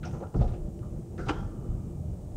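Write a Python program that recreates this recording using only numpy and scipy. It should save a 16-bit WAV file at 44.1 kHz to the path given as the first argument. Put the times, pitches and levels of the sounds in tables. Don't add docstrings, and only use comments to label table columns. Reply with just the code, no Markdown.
import sys
import numpy as np
from scipy import signal
from scipy.fft import rfft, irfft
from scipy.io import wavfile
from scipy.ndimage import uniform_filter1d

SR = 44100
rng = np.random.default_rng(int(sys.argv[2]) if len(sys.argv) > 2 else 0)


def undo_db(level):
    steps = np.asarray(level, float) / 20
    return 10 ** steps


def master(y):
    cut = np.clip(np.atleast_2d(y).T, -1, 1)
    pcm = np.round(cut * 32767)
    wavfile.write(sys.argv[1], SR, pcm.astype(np.int16))


N = 104208

# frequency in Hz, density in dB per Hz.
HISS_COLOUR = [
    (900, -40),
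    (1600, -8),
    (2300, -5.5),
    (4500, -6),
    (6800, 0),
    (9200, 0),
    (9500, -8),
    (15700, -9.5),
]
# multiple of the motor pitch, level in dB.
WHINE_LINES = [
    (4, -90),
    (5, -89.5),
]
# time in seconds, rolling level in dB.
TRAVEL = [(0, -36), (.14, -33), (.27, -38.5), (.325, -50.5), (0.361, -27), (.55, -37.5), (.68, -35.5),
          (.73, -40), (0.821, -37.5), (.92, -37.5), (0.969, -36), (1.071, -40), (1.2, -34.5), (1.55, -36),
          (1.75, -34.5), (1.94, -38.5), (2.17, -37.5), (2.36, -38)]
# frequency in Hz, width in Hz, level in dB.
PANEL = [(36, 4.8, -4.5), (56, 4.2, -6), (90.7, 31, -2), (132.7, 42.3, -1), (192, 42.7, -8),
         (236.5, 61, -14), (337.2, 27.2, -9.5), (451.6, 85, -13), (596.5, 20, -19), (672, 143, -22),
         (761, 122, -25), (1060, 99, -52), (1195, 130, -38)]
# centre in seconds, peak in dB, half width in seconds.
THUDS = [(0.0125, -31.5, 0.0058), (0.098, -45, 0.0012), (0.1363, -22, 0.0024), (0.353, -24, 0.0011),
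         (0.36, -26, 0.00168), (0.381, -23, 0.0086), (0.621, -26, 0.0082), (0.656, -27, 0.006),
         (0.809, -35, 0.0025), (.975, -27, 0.0064), (0.431, -16, 0.0057), (.449, -20.5, 0.002),
         (.466, -17, 0.0055), (.498, -26, 0.01), (0.526, -21, 0.0028), (1.274, -22.5, 0.0029),
         (1.282, -28, 0.0017), (1.312, -25, 0.0045), (1.702, -21.5, 0.0053), (1.733, -27.5, 0.0062),
         (1.752, -24, 0.0043), (2.009, -26, 0.0023), (2.022, -25, 0.0021), (2.058, -22.5, 0.0021),
         (2.072, -26, 0.0025), (2.086, -27.5, 0.002), (2.126, -26.5, 0.0043), (2.045, -25.5, 0.0022),
         (2.139, -29, 0.0035), (.076, -40, 0.0033), (0.115, -36, .002), (.259, -33, .003),
         (0.543, -36, 0.0017), (0.689, -30, 0.0018), (0.818, -26, 0.0024), (0.956, -39, 0.0044),
         (1.384, -28.5, 0.0033), (1.421, -25, 0.0018), (1.456, -24.5, 0.0021), (1.882, -30, 0.0028),
         (1.914, -27.5, 0.0022), (2.302, -32, 0.0021), (2.334, -36, 0.0019),
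         (.3975, -17, .0025),
    (.412, -10.5, .0022),
    (2.3628, -24, .0015),
]
# frequency in Hz, level in dB, 60 dB decay in seconds.
BODY = [
    (32.5, -20, 0.17),
    (54, -1.5, 0.081),
    (96.5, -13, 0.48),
    (150, 2, 0.063),
    (185, -12, .1),
    (362, -24, 0.026),
]
# start in seconds, level in dB, decay in seconds, colour in Hz,
# colour width in Hz.
SEAL_DRAGS = [
    (.09, -57, 0.065, 6300, 2000),
    (.355, -57, 0.03, 5500, 3000),
    (.535, -63, 0.028, 2600, 600),
    (1.177, -54, 0.05, 5500, 5000),
    (1.255, -52, 0.03, 4000, 5000),
    (1.31, -56, 0.07, 5700, 4030),
    (1.5, -61, 0.17, 1160, 343),
]
# start in seconds, level in dB, chatter decay in seconds, colour in Hz,
# colour width in Hz.
CLACKS = [(0.03, -36, 0.0079, 1430, 210), (0.028, -43, 0.025, 2170, 1700), (0.049, -44, .014, 5670, 1100),
          (0.11, -52, .004, 2480, 3000), (0.13, -47.5, 0.026, 830, 1150), (0.2, -44, 0.017, 600, 500),
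          (0.23, -48, 0.014, 1340, 190), (0.27, -52, 0.0013, 2400, 1900), (0.34, -42, 0.0092, 690, 740),
          (0.35, -39.5, 0.0067, 375, 260), (.39, -48.5, 0.0093, 810, 2020), (0.411, -36, 0.013, 690, 460),
          (0.407, -50, 0.022, 3270, 4200), (0.44, -43, 0.0061, 500, 398), (0.475, -48, 0.016, 920, 2800),
          (0.53, -52, 0.019, 870, 3020), (0.82, -54.5, 0.022, 1110, 380), (1.178, -39.5, 0.032, 1494, 280),
          (1.188, -44.5, 0.014, 390, 450), (1.264, -41.5, 0.019, 810, 830), (1.283, -35, 0.012, 2700, 5100),
          (1.302, -35, 0.0079, 570, 1700), (1.324, -54, 0.056, 3220, 390), (1.3, -57, 0.076, 1200, 820),
          (.224, -41.5, 0.011, 710, 650), (0.047, -47.5, 0.022, 714, 500), (0.36, -44, 0.0041, 540, 560),
          (.4, -46, 0.0075, 850, 700), (0.44, -42, 0.0052, 620, 450), (0.51, -45.5, 0.0064, 510, 470),
          (1.33, -49.5, 0.014, 2670, 1400), (1.179, -48, 0.02, 1950, 830), (1.64, -64, 0.021, 1200, 400),
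          (1.79, -67, 0.011, 1200, 300), (1.36, -59, 0.038, 1680, 250), (.341, -52, 0.0087, 1340, 300),
          (1.29, -46.5, 0.014, 5300, 1800)]
# start in seconds, level in dB.
TICKS = [(.342, -52), (.463, -55), (.206, -50), (.522, -47), (.791, -52), (1.179, -45), (1.713, -60),
         (1.898, -63), (2.3175, -56)]
# frequency in Hz, level in dB, 60 dB decay in seconds.
LATCH_PLATE = [(328, 17.5, 0.039), (504, 12, 0.016), (774, 5, 0.015), (1030, 4, 0.031), (1192, 0.5, 0.02),
               (1407, 3, 0.011), (1775, -21, 0.09), (2480, 0, 0.024), (2780, -29, 0.014), (3500, -1, 0.045),
               (4930, -16, 0.029)]
# start in seconds, level in dB.
BOUNCES = [
    (1.2873, -28),
    (1.2902, -32),
    (1.2926, -23.5),
    (1.295, -23),
    (1.2974, -23.5),
    (1.3007, -29),
    (1.304, -38),
    (1.308, -29),
    (1.3145, -34),
]
# frequency in Hz, level in dB, 60 dB decay in seconds.
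STRIKER = [(324.6, 0, 0.07), (486, -2, 0.024), (816, -0.5, 0.034), (945, -1.5, 0.023), (1140, -1, 0.022),
           (1413, 3, 0.02), (1620, -8, 0.016), (1744, -11, 0.034), (2400, -2.5, 0.014), (2910, -2.5, 0.024),
           (3150, -16, 0.022), (4880, -12, 0.0084), (6460, -19, 0.0094), (8060, -16.5, 0.0066)]

BUMPS_PER_S, BUMP_SPREAD_DB, SHIVER_DB = 2000, 2.0, 1.5
STEADY_ABOVE_HZ, STEADY_SHARE, MEAN_DB = 280, 0.63, -38
HISS_DB, MOTOR_HZ = -68, 595
HALL_DB, HALL_T60_S, HALL_TOP_HZ = -18, 0.6, 1700
BODY_DB, CRACK_DB = -7.5, -7.5
TRIM_TOP_HZ, BOLT_TOP_HZ = 7600, 9500
MODE_SCATTER = 0.025
MIC_LOW_HZ, MIC_TOP_HZ = 22.6, 15720


def unit(x):
    return x / np.sqrt(np.mean(x ** 2))


def band(x, hz, width_hz):
    return signal.lfilter(*signal.iirpeak(hz, hz / width_hz, fs=SR), x)


def double_band(x, hz, first_width_hz, second_width_hz):
    return band(band(x, hz, first_width_hz), hz, second_width_hz)


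def modes(x, table):
    out = 0
    for k, (hz, db, t60) in enumerate(table):
        width_hz = np.log(1000) / (np.pi * t60)
        out = out + (-1) ** k * undo_db(db) * band(x, hz, width_hz)
    return out


def walk(rate_hz):
    k = int(SR / rate_hz)
    steps = np.repeat(rng.standard_normal(N // k + 1), k)
    return 1.12 * uniform_filter1d(uniform_filter1d(steps, k), k)[:N]


def hiss():
    hz = np.arange(N // 2 + 1) * SR / N + 1
    shape_hz, shape_db = np.array(HISS_COLOUR).T
    db = np.interp(np.log(hz), np.log(shape_hz), shape_db)
    spectrum = rfft(rng.standard_normal(N)) * undo_db(db)
    return undo_db(HISS_DB) * unit(irfft(spectrum, N))


def hall(x):
    age = np.arange(SR) / SR
    build_up = np.minimum(age / 0.0072, 1)
    tail = rng.standard_normal(SR) * undo_db(-60 * age / HALL_T60_S) * build_up
    tail = signal.lfilter(*signal.butter(3, HALL_TOP_HZ, fs=SR), tail)
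    tail = tail / np.sqrt(np.sum(tail ** 2))
    return undo_db(HALL_DB) * signal.fftconvolve(x, tail)[:N]


def motor():
    phase = 2 * np.pi * np.cumsum(MOTOR_HZ * (1 + 0.00447 * walk(3.0))) / SR
    out = 0
    for multiple, db in WHINE_LINES:
        level = undo_db(db + 5.2 * walk(8.7))
        out = out + level * np.sqrt(2) * np.sin(round(multiple) * phase)
    return out


def rollers(t):
    travel_s, travel_db = np.array(TRAVEL).T
    load_db = np.interp(t, travel_s, travel_db) - MEAN_DB
    out = 0
    for hz, width, db in PANEL:
        luck = rng.random((3, N))
        struck = luck[0] < BUMPS_PER_S / SR
        side = np.sign(luck[1] - 0.5)
        bumps = struck * side * undo_db(-BUMP_SPREAD_DB * np.log(luck[2] + 1 / 50))
        share = STEADY_SHARE if hz > STEADY_ABOVE_HZ else 1
        level = undo_db(db + share * load_db + SHIVER_DB * walk(12.94))
        out = out + level * unit(double_band(bumps, hz, width * 1.95, width * 1.95))
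    return out * undo_db(MEAN_DB - 4.5)


def thuds(t):
    push = 0
    for centre, db, half in THUDS:
        spread = ((t - centre) / half) ** 2
        push = push + undo_db(db) * (1 - spread) * np.exp(-0.5 * spread)
    return push + undo_db(BODY_DB) * modes(push, BODY)


def clacks(t):
    ticks = [(start, db, 0.001, 2200, 3000) for start, db in TICKS]
    contact = 0
    for start, db, decay, hz, width in CLACKS + SEAL_DRAGS + ticks:
        age = np.maximum(t - start, 0) / decay
        colour = unit(double_band(rng.standard_normal(N), hz, width, width * 1.18))
        swell = age ** 0.42 * np.exp(-age) * 2
        contact = contact + undo_db(db) * colour * swell
    ring = undo_db(CRACK_DB) * contact + undo_db(-2) * modes(contact, LATCH_PLATE)
    return signal.lfilter(*signal.butter(3, TRIM_TOP_HZ, fs=SR), ring)


def bolt(t):
    out = 0
    for start, db in BOUNCES:
        age = np.clip(t - start, 0, 0.5)
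        lucks = rng.standard_normal((len(STRIKER), 3))
        for (hz, mode_db, t60), luck in zip(STRIKER, lucks):
            pitch = hz * (1 + MODE_SCATTER * luck[2])
            level = undo_db(db + mode_db - 6.0 + 0.86 * luck[0] - 60 * age / t60)
            out = out + level * np.sign(luck[1]) * np.sin(2 * np.pi * pitch * age)
    return signal.lfilter(*signal.butter(2, BOLT_TOP_HZ, fs=SR), out)


def scene():
    t = np.arange(N) / SR
    hits = clacks(t) + bolt(t)
    background = hiss() + hall(hits) + motor()
    door = rollers(t) + thuds(t) + hits
    return (background + door)[None]


def roll_off(x):
    return signal.sosfilt(signal.butter(12, 16210, fs=SR, output="sos"), x)


def record(dry):
    low_cut = signal.butter(2, MIC_LOW_HZ, "high", fs=SR)
    x = signal.filtfilt(*low_cut, dry, padtype="even")
    top_cut = signal.ellip(10, 0.2, 60, MIC_TOP_HZ, fs=SR, output="sos")
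    mix = signal.sosfilt(top_cut, x)
    return roll_off(mix)


dry = scene()
out = record(dry)
master(out)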